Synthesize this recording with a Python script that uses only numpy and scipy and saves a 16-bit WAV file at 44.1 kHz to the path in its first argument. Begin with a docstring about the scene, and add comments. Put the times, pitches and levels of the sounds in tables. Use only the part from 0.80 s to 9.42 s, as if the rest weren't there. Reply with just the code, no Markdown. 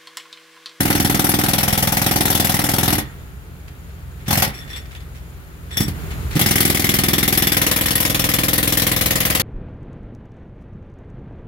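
"""A breaker hammers pavement about 21 times a second, with pauses in which its loose bit clinks.
Each blow is a crack, a body knock and a collar clank of shaped noise, with exhaust hiss and a ring of the bit.
Exhaust air excites damped chamber modes at the blow, and again at the piston's return.
Behind it a compressor engine sounds as harmonic orders, over rumble, street hiss and a thin air leak.
Street fronts answer with an echo, and two microphone ports pick up the whole."""
import sys
import numpy as np
from scipy import signal
from scipy.fft import rfft, irfft, next_fast_len
from scipy.io import wavfile
from scipy.ndimage import uniform_filter1d

SR = 44100
rng = np.random.default_rng(int(sys.argv[2]) if len(sys.argv) > 2 else 0)


def convert_level_to_amplitude(level_db):
    """Map a level in decibels to its linear amplitude factor."""
    exponent = np.asarray(level_db, float) / 20
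    return 10 ** exponent


def output_pcm(signal):
    """Save a mono or channel-first signal as 16-bit PCM at the path in sys.argv[1].

    Samples are clipped to [-1, 1] before scaling.
    """
    pcm = np.clip(np.atleast_2d(signal).T, -1, 1) * 32767
    wavfile.write(sys.argv[1], SR, np.round(pcm).astype(np.int16))


N = 380141

RETURN_S = 0.0255  # from the blow to the piston's return

# times at which the operator's stance changes: in front of the tool, then beside it, then leaning on it: start_s
MOVES_S = [4.5, 6.75]

# modes of the steel bit, before each use adds damping and tilt: mode_hz, relative_level_db, t60_s
BIT = [(1860, -2, .09), (3480, 0, .13), (5520, -2, .11), (7830, -6, .1), (9000, -14, .1), (10300, -11, .12),
       (10590, -3, .15), (11090, -1, .1), (11900, -10, .1), (12970, -5, .14), (13400, -4, .14)]

# spectral density of a blow in each stance: frequency_hz, relative_density_db
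CRACK_HIDDEN = [(190, -29), (330, -6.5), (478, -6.5), (726, -10.5), (846, -6), (1010, -16.5), (1310, -11),
                (1730, -12), (1900, -9), (2770, -17.5), (3200, -21.5), (4160, -46), (7040, -120)]
CRACK_OPEN = [(190, -8), (330, -5), (411, -10.5), (562, -13), (636, -14), (740, -13.5), (1080, -19),
              (1190, -13), (1410, -15), (2090, -7.5), (2670, -20), (3200, -16.5), (4160, -45), (7040, -120)]
CRACK_LEANING = [(190, -36), (330, 2), (407, 0.5), (567, 0.5), (680, -9), (806, -4.5), (887, -20),
                 (939, -6.5), (1510, -7), (1830, 0), (2410, -4.5), (3200, -9), (4160, -50), (7040, -120)]
CRACKS = [CRACK_HIDDEN, CRACK_OPEN, CRACK_LEANING]


def evened(x):
    """Normalization: scales a signal to an rms of 1."""
    return x / np.sqrt(np.mean(x ** 2) + 1e-20)


def read(points, hz):
    """Spectral interpolation: reads a table on a log-frequency axis."""
    f, value = np.transpose(points)
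    return np.interp(np.log(hz + 1), np.log(f + 1), value)


def noise(colour):
    """Spectral shaping: two uncorrelated steady noises of one colour, together at rms 1."""
    size = next_fast_len(N)
    spectrum = rfft(rng.standard_normal((2, size)))
    spectrum = spectrum * convert_level_to_amplitude(read(colour, np.fft.rfftfreq(size, 1 / SR)))
    return evened(irfft(spectrum, size)[:, :N])


def train(s, size):
    """Impulse excitation: single clicks of given sizes at given times."""
    out = np.zeros(N + SR)
    at = np.clip(np.round(np.asarray(s) * SR).astype(int), 0, N)
    np.add.at(out, at, size)
    return out[:N]


def bursts(s, db, rise, t60):
    """Incoherent addition: the envelope of noise bursts whose powers add up."""
    t = np.arange(SR // 4) / SR
    power_shape = (1 - np.exp(-t / rise)) ** 2 * convert_level_to_amplitude(-2 * 60 * t / t60)
    power = signal.oaconvolve(train(s, convert_level_to_amplitude(2 * db)), power_shape / power_shape.max())[:N]
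    return np.sqrt(np.abs(power))


def street():
    """Superposition: compressor engine orders, traffic rumble, far hiss and a narrow-band air leak."""
    # course of the background; the compressor labours after the false start; levels precede the mix gains:
    # time_s, engine_third_order_hz, engine_level_db, rumble_level_db, hiss_level_db
    background = [(2.35, 63.8, -35, -40.5, -47.5), (2.6, 63.8, -42, -41.5, -50.5),
                  (3.3, 63.8, -33.5, -43.5, -50), (3.8, 63.8, -39, -37.5, -46.5),
                  (4.2, 63.8, -33.5, -44, -49.5), (4.8, 63.8, -39, -41.5, -49.5),
                  (5.13, 62.5, -27, -36, -43.5), (5.2, 62.5, -33, -31.5, -40.5),
                  (5.5, 62.5, -25, -31.5, -40), (5.62, 61.7, -33, -37, -41.5), (8.6, 62.6, -30.5, -44, -52)]
    # harmonics of the engine's rotation: order, relative_level_db
    engine_orders = [(2, -10), (3, -0.5), (4, -2.5), (6, -5.5), (8, -11)]
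    # spectral density of the rumble: frequency_hz, relative_density_db
    rumble_colour = [(12, -46), (20, -19), (38, -13), (49, -3.5), (70, -2.5), (97, -14.5), (170, -8),
                     (187, -15.5), (258, -18), (500, -34), (650, -68), (1100, -120)]
    # spectral density of the street hiss: frequency_hz, relative_density_db
    street_colour = [(240, -5.5), (400, 3.5), (511, -3), (1030, -5.5), (1380, -2), (1720, -5.5),
                     (2800, -9.5), (5760, -19.5), (6310, -20), (6820, -17.5), (7360, -21.5), (12400, -15),
                     (15600, -18.5)]
    leak_hz, leak_half_width_hz, leak_under_hiss_db = 6830, 160, -18.5
    waver_db, waver_s = 1.5, 0.05  # rms depth and averaging time

    s, *columns = np.transpose(background)
    hz, engine_db, rumble_db, hiss_db = (np.interp(np.arange(N) / SR, s, c) for c in columns)
    turns = np.cumsum(hz / 3) / SR
    engine = 0
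    for order, db in engine_orders:
        phase = rng.random() + 0.13 * rng.standard_normal((2, 1))  # in turns, scattered between both points
        engine = engine + convert_level_to_amplitude(db) * np.sin(2 * np.pi * (order * turns + phase))
    waver = evened(uniform_filter1d(rng.standard_normal(N), round(waver_s * SR)))
    engine = evened(engine) * convert_level_to_amplitude(waver_db * waver)  # the hum wavers
    leak = noise([(leak_hz - leak_half_width_hz, -40), (leak_hz, 0), (leak_hz + leak_half_width_hz, -40)])
    far = noise(street_colour) + convert_level_to_amplitude(leak_under_hiss_db) * leak
    return convert_level_to_amplitude(engine_db - 5) * engine + convert_level_to_amplitude(rumble_db + 2) * noise(rumble_colour) + convert_level_to_amplitude(hiss_db + 2.5) * far


def fronts(x):
    """Diffuse reflection: sparse echoes of random sign from the street fronts, each band decaying at its own rate."""
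    # echo decay: frequency_hz, t60_s
    front_decay = [(100, 0.41), (500, 0.31), (2000, 0.4), (8000, 0.1), (16000, 0.15)]
    taps = np.zeros((2, SR // 2))
    at = np.arange(300, SR // 2 - 20, 20) + rng.integers(0, 20, (2, (SR // 2 - 301) // 20))
    np.put_along_axis(taps, at, rng.choice([-1., 1.], at.shape), 1)
    hz, t, z = signal.stft(taps, SR, nperseg=256)
    decay = convert_level_to_amplitude(-60 * t / read(front_decay, hz)[:, None])
    tail = signal.istft(z * decay, SR, nperseg=256)[1]
    return signal.fftconvolve(x, tail / np.linalg.norm(tail[0]), axes=1)[:, :N]


def bit_ring(low, high, at, patchy_db, damping, split, tilt_db):
    """Modal resonance: two noise drives ring the bit's low and high modes, each blow favouring different ones."""
    t, out = np.arange(SR // 4) / SR, np.zeros((2, N))
    which = np.searchsorted(np.sort(at), np.arange(N) / SR)
    chance = rng.standard_normal((len(at) + 1, len(BIT)))
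    for k, (hz, db, t60) in enumerate(BIT):
        mode_db = db + tilt_db * np.log2(max(hz / split, 1))  # tilt per octave above the split
        mode = convert_level_to_amplitude(mode_db - 60 * damping * t / t60) * np.sin(2 * np.pi * hz * t)
        envelope = low if hz < split else high
        drive = envelope * rng.standard_normal((2, N)) * convert_level_to_amplitude(patchy_db * chance[which, k])
        out += signal.oaconvolve(drive, mode[None], axes=1)[:, :N]
    return out


def clinks():
    """Contact excitation: the loose bit knocks and drags, ringing its modes and scuffing as noise."""
    # contacts, ring levels before the mix gains: start_s, low_ring_db, high_ring_db, scuff_db, length_s
    contacts = [(2.877, -87, -78, -42.5, 0.015), (3.09, -63, -79, -53.5, 0.025),
                (3.395, -62, -75, -49, .04), (3.46, -43, -54, -34.5, 0.093),
                (3.731, -42, -47.5, -42.5, 0.084), (3.8, -42, -68, -55, 0.051),
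                (3.876, -48, -59, -41, 0.017), (3.894, -35, -49, -40, 0.038), (3.928, -33, -53, -42, 0.038),
                (3.955, -46, -43, -38, 0.043), (4.054, -62, -63.5, -46, 0.011),
                (4.106, -49, -69, -42.5, 0.037), (4.147, -40, -76, -39, 0.024),
                (4.202, -55, -70, -46, 0.025), (4.346, -66, -61, -45.5, .04), (4.907, -34, -49, -39, 0.024),
                (4.926, -32, -46, -50, 0.04), (5.01, -37, -32.5, -46, 0.042), (5.304, -55, -70, -36, 0.032),
                (5.504, -53, -65, -34, 0.082), (5.561, -40, -50, -27, 0.019)]
    # spectral density of the scuff: frequency_hz, relative_density_db
    scuff_colour = [(250, -20), (550, -4), (1000, -7.5), (2000, 4.5), (3800, -3), (6000, -11), (15000, -17)]
    level = np.zeros((3, N))
    for s, *layer_db, length in contacts:
        u = np.arange(round(3 * length * SR)) / SR / length
        shape = np.exp(-u ** 2) * (1 - np.exp(-u / 0.091))
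        start = round(s * SR)
        level[:, start:start + len(u)] += np.outer(convert_level_to_amplitude(np.array(layer_db)), shape)
    roughness = evened(uniform_filter1d(rng.standard_normal(N), 90))
    low, high, scuff = level * convert_level_to_amplitude(3 * roughness)
    at = np.array(contacts)[:, 0]
    rung = bit_ring(low, convert_level_to_amplitude(8.5) * high, at, patchy_db=2, damping=2.7, split=BIT[2][0], tilt_db=-9.0)
    return convert_level_to_amplitude(-23.5) * rung + scuff * noise(scuff_colour)


def all_blows():
    """Quasi-periodic excitation: rows (s, hiss, crack, puff, return, low ring, high ring) of every blow."""
    # pace of the two long bursts, one list each: time_s, blows_struck_so_far
    pace = [
        [(0.0051, 0), (1.1214, 23), (1.4535, 30), (1.7414, 36), (1.8884, 39), (2.0784, 43), (2.127, 44)],
        [(5.6132, 0), (6.042, 9), (6.6222, 21), (7.1066, 31), (7.441, 38), (7.8275, 46), (8.2586, 55),
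         (8.597, 62)],
    ]
    # mean blow as the work goes on, levels before the mix gains:
    # time_s, hiss_db, crack_db, low_puff_db, return_relative_to_blow_db, bit_ring_db
    work = [(0, -20, -23, -12.5, -7, -38), (.4, -20.5, -24.5, -14.5, -4.5, -33),
            (.9, -18, -22.5, -14, -10.5, -37), (1.3, -19.5, -24.5, -15.5, -4.5, -33.5),
            (1.6, -18, -23, -14.5, -4.5, -30), (1.85, -20, -25.5, -16, -6.5, -36),
            (2.13, -18.5, -21.5, -12.5, -9, -36), (5.62, -18, -23, -13, -4, -32),
            (5.85, -17, -21.5, -14.5, -7.5, -28.5), (5.97, -21, -26, -17.5, -3, -35),
            (6.1, -18.5, -23, -14, -9, -31.5), (6.6, -18, -22.5, -16, -11, -28),
            (6.9, -17.5, -20.5, -20, -12.5, -32.5), (7.05, -20, -25.5, -19.5, -6, -30.5),
            (7.45, -18.5, -24.5, -19, -10.5, -32), (8.0, -17.5, -24, -18.5, -10, -33.5),
            (8.6, -18, -23, -19.5, -10.5, -56)]
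    # a deeper bite is louder and bounces the piston less; rows are hiss, crack, puff, return, low and high ring:
    # change_per_bite_db, own_scatter_db (both times a limited random draw)
    scatter = [(0.46, .5), (0.5, 0.3), (0.6, 0), (-3, 2), (0, 2.5), (-2, 2)]
    # uneven blows, and one valve sputter of three quick air puffs near 5.56 s, levels before the mix gains:
    # start_s, hit_db, low_puff_db, return_relative_to_blow_db, bit_ring_db
    stumbles = [(2.182, -23.5, -16.5, -24, -31), (3.481, -29, -16, -4, -32.5), (3.506, -21, -15, -14, -27),
                (3.528, -19.5, -16, -5, -43), (3.5735, -18.5, -13.5, -6.5, -33),
                (3.6215, -15.5, -17.5, -8, -28), (3.6755, -35, -21.5, -10, -51), (4.97, -25, -23, -20, -23),
                (5.005, -25.5, -10, -8, -33), (5.081, -32.5, -18.5, -22, -50), (5.555, -38, -14, -20, -42),
                (5.562, -36, -12, -20, -45), (5.568, -30.5, -14, -20, -43), (5.593, -19, -24, -21, -37)]
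    jitter_s, chance_limit = 0.0004, 1.8  # the limit is in standard deviations
    crack_under_hiss_db, high_under_low_ring_db = -3, -7  # in the stumbles

    runs = []
    for run in pace:
        run_s, count = np.transpose(run)
        runs.append(np.interp(np.arange(run[-1][1] + 1), count, run_s))
    s = np.concatenate(runs)
    at, *layers = np.transpose(work)
    mean_db = np.transpose([np.interp(s, at, db) for db in layers + layers[-1:]])  # both rings share a mean
    bite_db, own_db = np.transpose(scatter)
    chance = np.clip(rng.standard_normal((len(s), 2 + len(scatter))), -chance_limit, chance_limit)
    steady_db = mean_db + bite_db * chance[:, 1:2] + own_db * chance[:, 2:]
    steady = np.c_[s + jitter_s * chance[:, 0], steady_db]
    s, hit, puff, back, ring = np.transpose(stumbles)
    odd = np.c_[s, hit, hit + crack_under_hiss_db, puff, back, ring, ring + high_under_low_ring_db]
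    rows = np.r_[steady, odd]
    return rows[np.argsort(rows[:, 0])]


def strokes(blows, column, back_db):
    """Reciprocating motion: times and levels of the blows, then of the piston's returns."""
    s, back_under, db = blows[:, [0, 4, column]].T
    return (s, db), (s + RETURN_S, db + back_under + back_db)


def puffs(blows):
    """Cavity resonance: exhaust air kicks the damped chamber modes; the return stroke is duller."""
    # air modes of the exhaust chamber, neighbours in opposite sign: mode_hz, relative_level_db, t60_s
    chamber = [(41.8, -31, 0.096), (91.2, -19, 0.1), (138.5, -0.5, 0.027), (212.6, -10.5, 0.059),
               (290.4, -12, 0.05), (384.6, -11.5, 0.022), (530, -28.5, 0.043), (835, -28.5, 0.036)]
    # added level of the chamber modes above 250 Hz: time_s, level_db
    open_port = [(0, 5), (0.55, 6.5), (0.9, -7), (1.1, -3.5), (1.3, 4.5), (1.5, 5.5), (1.7, -0.5),
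                 (1.95, 4.5), (3.55, -5), (5.65, 0.5), (5.9, 7), (6.15, 0.5), (6.4, 4), (7.9, 5.5),
                 (8.4, 0.5)]
    # return puff relative to the blow's, one value for each stance: level_db
    return_puff_db = [-6, -5.5, -3.5]
    # added level of the two deepest chamber modes, one value for each stance: level_db
    deep_mode_db = [-0.2, -1.1, 3.5]
    idle_return_db, return_dull_db_per_octave = -16, -5

    blow_s, blow_db = blows[:, [0, 3]].T
    gap = np.diff(blow_s, append=blow_s[-1] + 0.05)
    running = (gap > 0.035) & (gap < 0.06)
    s = np.r_[blow_s, blow_s + RETURN_S] - 0.0025
    full_return_db = np.take(return_puff_db, np.searchsorted(MOVES_S, blow_s))
    back_db = np.where(running, full_return_db, idle_return_db)  # a full return only at working pace
    puff_db = np.r_[blow_db, blow_db + back_db]
    is_return = np.arange(len(s)) >= len(blows)
    chance = rng.standard_normal((len(s), len(chamber)))
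    deep_db = np.take(deep_mode_db, np.searchsorted(MOVES_S, s))
    upper_db = np.interp(s, *np.transpose(open_port))
    t, out = np.arange(SR // 5) / SR, np.zeros(N)
    for k, (hz, db, t60) in enumerate(chamber):
        mode = (-1) ** k * convert_level_to_amplitude(db - 60 * t / t60) * np.sin(2 * np.pi * hz * t) * (1 - np.exp(-t / 0.01))
        dull_db = return_dull_db_per_octave * np.log2(max(hz, 80) / 148) * is_return
        share_db = 0.24 * chance[:, k] + dull_db + upper_db * (hz > 250) + deep_db * (hz < 110)
        out += signal.oaconvolve(train(s, convert_level_to_amplitude(puff_db + share_db)), mode)[:N]
    air = noise([(40, -10), (100, -5), (300, -5.5), (450, -13), (700, -23)])
    air = air * bursts(s, puff_db - 12.5, 0.0015, 0.061)
    return convert_level_to_amplitude(15) * out + air


def blow_noise(blows, colours, column, back_db, rise, t60, back_t60, grit_db, patchy_db):
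    """Amplitude modulation: noise gated by every stroke and roughened by chips flying off."""
    blow, back = strokes(blows, column, back_db)
    level = np.hypot(bursts(*blow, rise, t60), bursts(*back, rise, back_t60))
    grit = evened(uniform_filter1d(rng.standard_normal(N), 60))
    stance = np.searchsorted(MOVES_S, np.arange(N) / SR)
    steady = np.choose(stance, [noise(c) for c in colours])
    z = signal.stft(steady, nperseg=256)[2]
    patches = rng.standard_normal(z.shape[:0:-1]).T  # the colour shifts within tens of milliseconds
    patches = uniform_filter1d(patches, size=3, axis=0)
    patches = evened(uniform_filter1d(patches, size=10, axis=1))
    patchy = signal.istft(z * convert_level_to_amplitude(patchy_db * patches), nperseg=256)[1][:, :N]
    return patchy * level * convert_level_to_amplitude(grit_db * grit)


def clank(blows):
    """Impact noise: the steel collar clanks briefly at blow and return, strongest with the operator beside the tool."""
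    # spectral density of the clank: frequency_hz, relative_density_db
    clank_colour = [(1500, -39), (1850, -9.5), (2120, -2), (2400, -8), (2900, -19)]
    # clank relative to the crack's table level, one value for each stance: level_db
    stance_db = [-8.5, 4.5, 0]
    s, db = np.concatenate(strokes(blows, column=2, back_db=3), axis=1)
    db = db + np.take(stance_db, np.searchsorted(MOVES_S, s))
    return noise(clank_colour) * bursts(s, db, rise=0.0005, t60=0.034)


def knocks(blows):
    """Periodic repetition: the tool body answers blows in one stance alike, which gives the buzz its pitch."""
    s, db = blows[:, [0, 1]].T
    t, out = np.arange(SR // 10) / SR, np.zeros((2, N))
    for k, colour in enumerate(CRACKS):
        body = noise(colour)[:, :len(t)] * (1 - np.exp(-t / 0.00028)) * convert_level_to_amplitude(-60 * t / 0.098)
        here = np.searchsorted(MOVES_S, s) == k
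        out += signal.oaconvolve(train(s, convert_level_to_amplitude(db) * here)[None], body, axes=1)[:, :N]
    return signal.sosfilt(signal.butter(2, [400, 1150], "band", fs=SR, output="sos"), out)


def breaker(blows):
    """Percussive excitation: knock, clank, crack, hiss and bit ring of all the blows, superposed."""
    # spectral density of the exhaust hiss, operator in front of the tool: frequency_hz, relative_density_db
    hiss_hidden = [(1650, -32), (2800, -2), (3380, -2), (3730, -2.5), (4900, -4.5), (5580, -1), (6540, -6),
                   (7440, -8), (8230, -6.5), (10700, -1), (13000, -1.5), (15600, -6)]
    # the same for the two later stances: frequency_hz, relative_density_db
    hiss_open = [(1650, -39), (2800, -2), (3380, -1), (4600, -4.5), (5660, -4), (6630, -6.5), (8290, -10.5),
                 (9100, -4), (10100, -5), (10900, -2.5), (12900, -2), (15600, -6)]
    early = blows.copy()
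    early[:, 0] -= 0.00047  # the crack comes half a millisecond before the exhaust hiss
    crack = blow_noise(early, CRACKS, column=2, back_db=2.5, rise=0.00025, t60=0.12, back_t60=0.06,
                       grit_db=2.0, patchy_db=1.7)
    crack = signal.sosfilt(signal.butter(2, 800, "high", fs=SR, output="sos"), crack)
    hiss = blow_noise(blows, [hiss_hidden, hiss_open, hiss_open], column=1, back_db=0.1, rise=0.0013,
                      t60=0.11, back_t60=0.063, grit_db=1.0, patchy_db=2.5)
    s, low_db, high_db = blows[:, [0, 5, 6]].T
    low = bursts(s, low_db - 17.5, 0.00039, 0.09)
    high = bursts(s, high_db - 18.5, 0.0009, 0.059)
    ring = bit_ring(low, high, s, patchy_db=3.0, damping=2.7, split=BIT[3][0], tilt_db=10.0)
    return convert_level_to_amplitude(0.5) * knocks(blows) + clank(blows) + convert_level_to_amplitude(4.0) * crack + convert_level_to_amplitude(2.5) * hiss + ring


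def scene():
    """Superposition of direct sound, echo and background, as met at two nearby points."""
    blows = all_blows()
    tool = breaker(blows) + clinks()
    air = puffs(blows)
    echo = fronts(convert_level_to_amplitude(-11.5) * tool + convert_level_to_amplitude(-9.5) * air)
    return tool + air + echo + street()


def low_pass(x):
    """Removes everything above the highest recorded frequency."""
    return signal.sosfilt(signal.butter(12, 16800, fs=SR, output="sos"), x)


def record(dry):
    """Spatial coherence: two ports alike in the bass, apart in the treble; low cut, soft overload, band limit."""
    # colour difference of the microphone ports: frequency_hz, left_minus_right_db
    port_db = [(60, 1.4), (110, -1.5), (200, -4.5), (380, -4.0), (700, -2.0), (1290, 2.5), (2380, -3.0),
               (4400, 5.5), (8120, 8.5), (15000, 7.5)]
    # likeness of the ports: frequency_hz, likeness_0_to_1
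    port_same = [(40, 0.53), (90, 0.52), (200, 0.97), (400, 0.72), (700, 0.41), (1100, 0.038),
                 (2000, 0.043), (4000, 0.024), (8000, 0.0099), (15000, 0.017)]
    left_lead_s, low_cut_hz, edge_hz = 0.0002396, 34, 15900  # the left port is nearer the tool

    size = next_fast_len(N)
    hz = np.fft.rfftfreq(size, 1 / SR)
    a, b = rfft(dry, size)
    same = np.clip(read(port_same, hz), 0, 1)
    own = np.sqrt(1 - same)
    common = np.sqrt(same) * (a + b) / 2 * np.sqrt(2 - same)
    half_db = read(port_db, hz) / 2
    left = (common + own * a) * convert_level_to_amplitude(half_db) * np.exp(2j * np.pi * hz * left_lead_s)
    right = (common + own * b) * convert_level_to_amplitude(-half_db)
    low_cut = 1 / np.sqrt(1 + (low_cut_hz / (hz + 1)) ** 8)
    x = irfft(np.array([left, right]) * low_cut, size)[:, :N]
    x = 1.172 * np.tanh(x / 1.204)  # soft overload
    edge = signal.firwin(255, edge_hz, window=("kaiser", 7), fs=SR)
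    mix = signal.oaconvolve(x, edge[None], "same", axes=1)
    return low_pass(mix)


dry = scene()
out = record(dry)
output_pcm(out)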